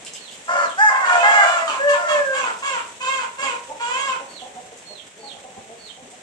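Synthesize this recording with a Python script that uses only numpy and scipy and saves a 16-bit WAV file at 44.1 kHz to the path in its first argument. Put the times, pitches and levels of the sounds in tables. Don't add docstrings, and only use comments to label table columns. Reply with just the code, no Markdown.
import sys
import numpy as np
from scipy import signal
from scipy.fft import rfft, irfft, next_fast_len
from scipy.io import wavfile
from scipy.ndimage import uniform_filter1d, minimum_filter1d

SR = 44100
rng = np.random.default_rng(int(sys.argv[2]) if len(sys.argv) > 2 else 0)


def generate_wav(signal):
    frames = np.transpose(np.atleast_2d(signal))
    scaled = np.clip(frames, -1, 1) * 32767
    pcm = np.round(scaled).astype(np.int16)
    wavfile.write(sys.argv[1], SR, pcm)


N = 274302
EDGE_HZ = 11650


def gain_of(db):
    return 10 ** (np.asarray(db) / 20)


def evened(x):
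    return x / np.sqrt(np.mean(x ** 2) + 1e-20)


def read(points, hz):
    f, value = np.transpose(points)
    return np.interp(np.log(hz + 1), np.log(f + 1), value)


def add(mix, s, sound):
    part = mix[max(round(s * SR), 0):][:len(sound)]
    part += sound[:len(part)]


def laid_out(source, table):
    track = np.zeros(N)
    for s, *row in table:
        add(track, s, source(*row))
    return track


def filtered(x, gain):
    size = next_fast_len(x.shape[-1] + 2048)
    spectrum = rfft(x, size) * gain(np.fft.rfftfreq(size, 1 / SR))
    return irfft(spectrum, size)[..., :x.shape[-1]]


def waver(size, hz):
    return evened(filtered(rng.standard_normal(size), lambda f: 1 / (1 + (f / hz) ** 4)))


def fade(size, edge_s):
    return signal.windows.tukey(size, min(2 * edge_s * SR / size, 1))


def envelope(t, attack_s, release_s):
    attack = np.sin(np.pi / 2 * np.minimum(t / attack_s, 1)) ** 2
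    return attack * np.minimum((t[-1] - t) / release_s, 1)


def diffuse(pair):
    # frequency in Hz, coherence of left and right from 0 to 1.
    coherence = [(30, .1), (85, 0.51), (140, 0.856), (400, 0.943), (800, 0.152), (1400, 0), (3000, 0.112),
                 (11000, 0)]
    mid = filtered(pair[0], lambda f: np.sqrt((1 + np.clip(read(coherence, f), -1, 1)) / 2))
    side = filtered(pair[1], lambda f: np.sqrt((1 - np.clip(read(coherence, f), -1, 1)) / 2))
    return np.array([mid + side, mid - side])


def water_hiss(level_db=-47.5, drops_per_s=700, patter=0.443, spread_db=3, flicker_db=1):
    # frequency in Hz, relative density in dB per Hz.
    spectrum = [(18, -60.5), (30, -30.5), (48, -21.5), (184, 0), (343, -2.5), (418, 2), (671, 1.5),
                (1310, -8), (2000, -5.5), (3460, -8.5), (4670, -17.5), (7670, -7), (8690, -11.5),
                (9840, -30.5), (11400, -23.5), (14800, -68), (22000, -120)]
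    # time in seconds, treble gain in dB.
    treble_course = [(0, 7), (.45, 8), (1.5, 12), (3.7, 7.5), (4.4, 6.5), (5.1, 4), (6.2, 4)]
    sizes = gain_of(spread_db * np.minimum(rng.exponential(1, (2, N)), 4)) * rng.choice([-1, 1], (2, N))
    near = evened(sizes * (rng.random((2, N)) < drops_per_s / SR))
    wash = diffuse(rng.standard_normal((2, N)) + patter * near)
    wash = evened(filtered(wash, lambda f: gain_of(read(spectrum, f))))
    low = filtered(wash, lambda f: 1 / (1 + (f / 1400) ** 2))
    treble_db = np.interp(np.arange(N) / SR, *np.transpose(treble_course)) + flicker_db * waver(N, 42)
    low_swell_db = 1.5 * waver(N, 9.6)
    return gain_of(level_db) * (low * gain_of(low_swell_db) + (wash - low) * gain_of(treble_db))


def breeze(db=-66, centre_hz=95):
    rumble = filtered(rng.standard_normal(N), lambda f: 1 / (1 + ((f - centre_hz) / 35) ** 2))
    return np.outer([1, 0], gain_of(db + 2 * waver(N, 2.3)) * evened(rumble))


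def drop(peak_db, spray_s, tick_s=0.00034):
    t = np.arange(SR // 16) / SR
    tick = rng.standard_normal(len(t)) * (np.exp(-t / tick_s) + np.exp(-t / spray_s))
    colour = [(600, -47), (2800, -13), (8000, 14.5), (10500, -9.5)]  # Hz, dB
    tick = filtered(tick, lambda f: gain_of(read(colour, f)))
    return gain_of(peak_db) * tick / abs(tick).max()


def splash(db, rise_s, grain_db=3):
    t = np.arange(SR // 4) / SR
    spray = rng.standard_normal(len(t)) * gain_of(grain_db * waver(len(t), 400))
    colour = [(900, -34), (2900, 8.0), (5200, -5.5), (7700, 1.5), (10500, -13.5)]  # Hz, dB
    spray = evened(filtered(spray, lambda f: gain_of(read(colour, f))))
    return gain_of(db) * spray * t / rise_s * np.exp(1 - t / rise_s)


def paving():
    # start in seconds, peak in dB, decay of the spray in seconds.
    near_drops = [(0.0487, -26, 0.00253), (0.1363, -21.5, 0.003), (0.446, -34.5, 0.0065),
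                  (0.696, -30.5, 0.0082), (1.896, -25, 0.0098), (2.588, -31.5, 0.00576),
                  (2.88, -34, 0.0062), (3.6374, -37.5, 0.0085), (4.7736, -35, 0.0108),
                  (6.1027, -35.5, 0.0096)]
    # start in seconds, level in dB, rise in seconds.
    soft_splashes = [(0.06, -35.5, 0.00504), (0.144, -39.5, 0.0097), (0.305, -41.5, 0.0116)]
    return laid_out(drop, near_drops) + laid_out(splash, soft_splashes)


def cycles(hz, jitter, jitter_hz):
    return np.cumsum(hz * (1 + jitter * waver(len(hz), jitter_hz))) / SR


def peep(db, top_hz, length, fall=0.27, swell_db=7, quaver=0.0702):
    u = np.linspace(0, 1, int(length * SR))
    hz = top_hz * (1 - fall * np.minimum(abs(u - .25) / .66, 1) ** 3.6)
    whistle = np.sin(2 * np.pi * cycles(hz, .005 + quaver * u ** 4, 350))
    whistle *= gain_of(swell_db * u ** 3) * envelope(u * length, attack_s=0.0506, release_s=0.00084)
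    return gain_of(db) * evened(whistle)


def chick_peeps():
    # start in seconds, level in dB before the trim, top pitch in Hz, length in seconds.
    peeps = [(0.147, -48.5, 4375, 0.148), (0.538, -48, 4410, 0.185), (4.26, -46.5, 4449, 0.1496),
             (4.832, -48, 4303, 0.1716), (5.17, -45, 4477, 0.15), (5.763, -47, 4450, 0.147)]
    return gain_of(-5.0) * laid_out(peep, peeps)


def puffs(turns):
    return evened((0.087 + np.exp(-(turns % 1) / 0.69)) * rng.standard_normal(len(turns)))


def gesture(length, start_hz, crest_hz, end_hz, crest, bend, droop):
    t = np.arange(0, length, 1 / SR)
    crest_s = length * np.clip(crest, .05, .95)
    early = np.cos(np.pi / 2 * np.minimum(t / crest_s, 1) ** bend) ** 2
    late = (np.maximum(t - crest_s, 0) / (length - crest_s)) ** droop
    hz = crest_hz + (start_hz - crest_hz) * early + (end_hz - crest_hz) * late
    return t, hz, early, late


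def roughness(t, core, onset, ending, settle_s, break_s):
    rough = core + onset * np.exp(-t / settle_s) + ending * np.exp((t - t[-1]) / break_s)
    return np.clip(rough, .02, .9)


def partials(turns, orders, flicker_db, smear):
    turns = turns + smear * waver(len(turns), 300)
    rows = []
    for k in orders:
        tone = np.cos(2 * np.pi * (k * turns + rng.random()))
        rows.append(tone * gain_of(flicker_db * waver(len(turns), 45)))
    return np.array(rows)


def rattle(rough, rate_hz, depth):
    beat = np.cos(2 * np.pi * cycles(np.full(len(rough), rate_hz), .25, 50))
    swing = np.minimum(depth * rough, 1)
    return (1 + swing * beat) / np.sqrt(1 + swing ** 2 / 2)


def clear_voice(hz, tone_db, overtone_db, rough, shrill_db, jitter=0.05096):
    # frequency in Hz, gain in dB.
    throat = [(300, -19), (650, 19), (1120, 1.5), (1400, 14.5), (1720, 18), (2060, -4.5), (2280, -19),
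              (2750, -11.5), (3900, -68), (4450, -19.5), (5200, -19.5), (6400, -20.5), (7300, -13.5),
              (9600, -41)]
    size, turns = len(hz), cycles(hz, jitter * rough, 113.8)
    k = np.arange(2, 17)[:, None]
    weight = gain_of(read(throat, k * hz)) * (k * hz < EDGE_HZ)
    upper = (weight * partials(turns, k[:, 0], flicker_db=2, smear=.002 + .03 * rough)).sum(0)
    doubling = 1 + np.minimum(3 * rough, 1) * np.cos(np.pi * turns)
    upper = evened(upper / np.linalg.norm(weight, axis=0) * doubling)
    air = evened(filtered(puffs(turns), lambda f: gain_of(read(throat, f))))
    hiss = filtered(air, lambda f: 1 - 1 / (1 + (f / 4000) ** 8))
    upper = np.sqrt(1 - rough ** 2) * upper + .45 * rough * air + 2.8 * np.minimum(rough, .35) * hiss
    upper = filtered(upper, lambda f: gain_of(read([(3000, 0.008), (4800, shrill_db)], f)))
    voice = gain_of(tone_db) * np.sqrt(2) * np.cos(2 * np.pi * turns) + gain_of(overtone_db) * upper
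    voice *= rattle(rough, rate_hz=85., depth=1.3) * gain_of(3 * rough * waver(size, 80))
    return voice * envelope(np.arange(size) / SR, attack_s=0.03186, release_s=0.01445)


def cry(length, tone_db, overtone_db, start_hz, crest_hz, end_hz, crest, core, shrill_db):
    t, hz, early, late = gesture(length, start_hz, crest_hz, end_hz, crest, bend=0.7, droop=1.494)
    rough = roughness(t, core, onset=.35, ending=.45, settle_s=.022, break_s=.018)
    tone_course_db = tone_db - 8 * early - 8 * late
    return clear_voice(hz, tone_course_db, overtone_db - 6 * early ** 2, rough, shrill_db)


def squawk(length, body_db, rasp_db, start_hz, crest_hz, end_hz, crest, core, chest_db, bend, slip,
           uneven=0.903, flutter_db=3, hiss=0.26, jitter=0.03, drop_share=.6,
           collapse=0.10495, collapse_s=0.02457):
    # frequency in Hz, gain in dB.
    throat = [(190, -26), (275, -9), (380, -13.5), (540, -10.5), (780, -5.5), (950, -2.5), (1130, 0),
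              (1350, 0.5), (1650, -5), (1900, -10), (2200, 1), (2700, 1.5), (3150, -4), (3700, -11),
              (4400, -15), (5200, -17.5), (6200, -15.5), (7600, -4), (9600, -34)]
    t, hz, early, late = gesture(length, start_hz, crest_hz, end_hz, crest, bend=bend, droop=1.4)
    early_slip = np.sin(np.pi / 2 * np.minimum(late / drop_share, 1)) ** 2
    hz = hz + slip * (end_hz - crest_hz) * (early_slip - late)
    hz = hz * (1 - collapse * np.exp((t - t[-1]) / collapse_s))
    body_course_db = body_db - 3 * early - 4 * late
    rasp_course_db = rasp_db - 3.5 * early - 9 * late
    rough = roughness(t, core, onset=0.12, ending=0.6, settle_s=0.02, break_s=0.03)
    size = len(t)
    wobble = .01 * waver(size, 35)
    turns = cycles(hz * (1 + wobble), 0.00639 + jitter * rough, 137.4)
    pulses = evened(partials(turns, np.arange(1, 21), flicker_db=3, smear=.003).sum(0))
    pulses *= 1 + uneven * rough * (1 + waver(size, 21)) * np.cos(np.pi * turns)
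    high_air = filtered(puffs(turns), lambda f: 1 - 1 / (1 + (f / 4800) ** 4))
    air = 0.5 * rough * puffs(turns) + hiss * high_air
    drive = ((1 - rough) * evened(pulses) + air) * rattle(rough, rate_hz=115., depth=1.6)
    voice = filtered(drive, lambda f: gain_of(read(throat, f) + chest_db / (1 + (f / 700) ** 8)))
    low = filtered(voice, lambda f: 1 / (1 + (f / 1900) ** 12))
    voice = gain_of(body_course_db - 1.0) * evened(low) + gain_of(rasp_course_db) * evened(voice - low)
    flutter = gain_of(flutter_db * np.sqrt(rough) * waver(size, 120))
    return voice * flutter * envelope(t, attack_s=0.0164, release_s=0.009)


def hoarse_hen():
    # start in seconds, length in seconds, body setting in dB (1 dB is then taken off), rasp above
    # about 1.9 kHz in dB, start, crest and end pitch in Hz, place of the crest 0-1, core roughness 0-1,
    # chest tone in dB, lateness of the climb (1 = even), early slip of the pitch 0-1.
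    squawks = [ (0.484, 0.2, -27, -47.5, 510.3, 581.6, 570, 0.55, 0.12, 7.5, 0.74, 0.1),
               (0.889, 0.274, -24, -45, 527, 536.4, 545.7, 0.2, 0.09, -14, 1.18, 0.04),
               (1.044, 0.5913, -24, -30.5, 468, 584.7, 536.8, 0.76, 0.23, -4.5, 0.9, 0.04),
               (1.663, 0.1332, -23.5, -32, 594.7, 604.2, 533, 0.17, 0.35, -2.5, 1.52, 0.79),
               (1.872, 0.1053, -23.5, -32, 567.2, 563, 501.6, 0.29, 0.08, -4, 1.5, 0.79),
               (2.069, 0.1305, -25, -31.5, 546.4, 551, 518.2, 0.29, 0.09, -2, 1.47, 0.33),
               (2.321, 0.2028, -24.5, -32.5, 531.9, 560.1, 475.3, 0.27, 0.23, -2, 1.318, 0.97),
               (2.618, 0.2, -25, -32.5, 536.9, 555.2, 472.7, 0.27, 0.2, -5, 1.197, 0.95),
               (2.998, 0.2644, -25.5, -31.5, 510.9, 540.3, 494.2, 0.43, 0.15, -3, 1.3, 0),
               (3.376, 0.1996, -26.5, -31.5, 551.6, 548.5, 473, 0.27, 0.23, 4, 0.98, 0.97),
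               (3.792, 0.385, -25.5, -32.5, 473.7, 555, 490, 0.6, 0.14, -1.5, 1.7, 0)]
    return laid_out(squawk, squawks)


def wail(curve, shrill_db):
    s, *columns = np.transpose(curve)
    t = np.arange(s[0], s[-1], 1 / SR)
    hz, tone_db, overtone_db, rough = (np.interp(t, s, column) for column in columns)
    return s[0], clear_voice(hz, tone_db, overtone_db, np.clip(rough, 0, .9), shrill_db)


def clear_flock():
    # start in seconds, length in seconds, fundamental in dB, overtones in dB, start,
    # crest and end pitch in Hz, place of the crest 0-1, core roughness 0-1, treble in dB.
    cries = [ (0.47, 0.2, -25.5, -19.5, 674.1, 706.3, 668.1, 0.32, 0.28, 1.5),
             (0.768, 0.143, -16.5, -13, 730.1, 862.4, 806.9, 0.5, 0.01, 5),
             (0.88, 0.1638, -29.5, -24, 831.7, 804.4, 781.6, 0.01, 0.61, -0.5),
             (1.215, 0.23, -15.5, -12.5, 817.8, 837.8, 802, .42, 0.18, -1),
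             (1.956, 0.171, -29.5, -24.5, 713.9, 696.8, 645.9, 0.37, 0.11, 3)]
    # time in seconds, pitch in Hz, fundamental in dB, overtones in dB,
    # roughness 0-1.
    strained_wail = [(1.015, 745, -42.5, -20, 0.48), (1.09, 721.6, -33, -19.5, 0.28),
                     (1.15, 707.1, -20.5, -15.5, 0.39), (1.23, 692, -13.5, -29, 0.01),
                     (1.32, 699.5, -26.5, -27.5, 0.29), (1.4, 693, -20, -22.5, .24),
                     (1.47, 689.6, -16, -20, 0.3), (1.54, 693.1, -29, -21, 0.34),
                     (1.61, 664.8, -26, -22.5, 0.12), (1.67, 654.9, -33, -31, 0.36)]
    falling_wail = [(1.78, 536.8, -27.5, -21.5, .08), (1.86, 579.6, -18, -23.5, 0.0099),
                    (1.945, 577.7, -22, -19, 0.0103), (2.0, 595.8, -32.5, -43, 0.026),
                    (2.07, 606.8, -33, -37, 0.034), (2.12, 600.1, -19, -29, 0.0081),
                    (2.195, 579.6, -19, -20.5, 0.009), (2.24, 544.7, -31.5, -25.5, 0.0075),
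                    (2.33, 528, -30.5, -26, 0.0091), (2.43, 508.7, -37.5, -34.5, 0.0167),
                    (2.52, 485, -47, -26, .12)]
    flock = laid_out(cry, cries)
    add(flock, *wail(strained_wail, shrill_db=-2))
    add(flock, *wail(falling_wail, shrill_db=-2))
    return flock


def cluck(db, pitch_hz, beak_hz, length, width_hz=170, chest_db=-19):
    u = np.linspace(0, 1, int(max(length, .02) * SR))
    turns = cycles(pitch_hz * (1.01 - 0.1025 * np.exp(-u / 0.253)), 0.0235, 81.0)
    harmonics = evened(sum(np.cos(2 * np.pi * k * turns) for k in np.arange(1, 13)))

    def throat(f):
        beak = 1 / (1 + abs((f - beak_hz) / width_hz) ** 3)
        return beak + gain_of(chest_db) / (1 + ((f - 350) / 180) ** 2)

    voice = filtered(harmonics + puffs(turns), throat)
    return gain_of(db) * evened(voice * fade(len(u), 0.0175) * np.exp(-.8 * u))


def murmur_of_clucks():
    # start in seconds, level in dB, pitch in Hz, beak resonance in Hz, length in seconds.
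    clucks = [(3.676, -41.5, 271.3, 600, 0.0544), (3.691, -34.5, 297.7, 834, 0.0506),
              (4.191, -40, 274.1, 640, 0.064), (4.41, -38, 259.3, 736, 0.0675),
              (4.551, -39.5, 251.4, 713, 0.0698), (4.713, -44, 239.1, 612, 0.0363),
              (4.894, -45, 205.2, 610, 0.0536), (5.158, -49, 223.6, 491, 0.111),
              (5.223, -43, 281.2, 784, 0.0745), (5.324, -47.5, 268.2, 726, 0.0726),
              (5.434, -42, 258.4, 710, 0.071), (5.556, -42.5, 258.7, 750, 0.056),
              (5.572, -44.5, 214, 245, 0.024), (5.685, -43, 231.6, 632, 0.0748),
              (5.968, -47, 261.5, 690, 0.0623), (6.016, -50, 248.3, 250, 0.0342),
              (6.115, -48.5, 244.1, 674, 0.0425)]
    return laid_out(cluck, clucks)


def porch(x, trim_db=-1.5):
    # frequency in Hz, width in Hz, boost in dB.
    modes = [(953.6, 18.2, 9), (1039, 14.3, 8)]

    def response(f):
        return 1 + sum((gain_of(db) - 1) / (1 + 2j * (f - hz) / width) for hz, width, db in modes)

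    return gain_of(trim_db) * filtered(x, response)


def yard(x, wet_db, lead_ms, shade):
    # frequency in Hz, time to decay by 60 dB in seconds.
    decay_times = [(200, 0.46), (700, 0.4706), (2000, 0.319), (8000, 0.2)]
    # frequency in Hz, left minus right in dB.
    left_minus_right = [(100, 8.5), (600, -2.5), (1100, 0.5), (1700, -1), (2700, -15.5), (4200, -13),
                        (6500, -4.5), (11000, -4.5)]
    size = SR // 2
    taps = rng.choice([-1., 1.], (2, size)) * (rng.random((2, size)) < 3000 / SR)
    taps = taps * (np.arange(size) > .004 * SR)
    hz, t, z = signal.stft(diffuse(taps), SR, nperseg=256)
    decay = gain_of(-60 * t / read(decay_times, hz)[:, None])
    tail = signal.istft(z * decay, SR, nperseg=256)[1]
    echo = signal.fftconvolve(x[None], tail / np.linalg.norm(tail[0]), axes=1)[:, :N]
    echo = filtered(echo, lambda f: gain_of(read([(1500, 3.98), (5000, 10.89)], f)))
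    later = filtered(x, lambda f: np.exp(-2j * np.pi * f * lead_ms * 1e-3))
    both = (np.array([x, later]) + gain_of(wet_db) * echo) / np.hypot(1, gain_of(wet_db))
    return filtered(both, lambda f: gain_of(np.outer([.5, -.5], shade * read(left_minus_right, f))))


def scene():
    mix = water_hiss() + breeze()
    mix += yard(paving(), wet_db=-6, lead_ms=.02, shade=.3)
    mix += yard(chick_peeps(), wet_db=-5, lead_ms=.24, shade=1.1)
    mix += yard(clear_flock(), wet_db=-10, lead_ms=.22, shade=.8)
    mix += yard(porch(hoarse_hen()), wet_db=-6, lead_ms=0.19, shade=0.69)
    mix += yard(murmur_of_clucks(), wet_db=-9, lead_ms=0.207, shade=0.93)
    return mix


def record(dry):
    room = np.minimum(.86 / (abs(dry).max(0) + 1e-9), 1)
    held = dry * uniform_filter1d(minimum_filter1d(room, size=441), size=441)
    low_pass = signal.firwin(511, EDGE_HZ, window=("kaiser", 9), fs=SR)
    return signal.oaconvolve(held, low_pass[None], "same")


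dry = scene()
out = record(dry)
generate_wav(out)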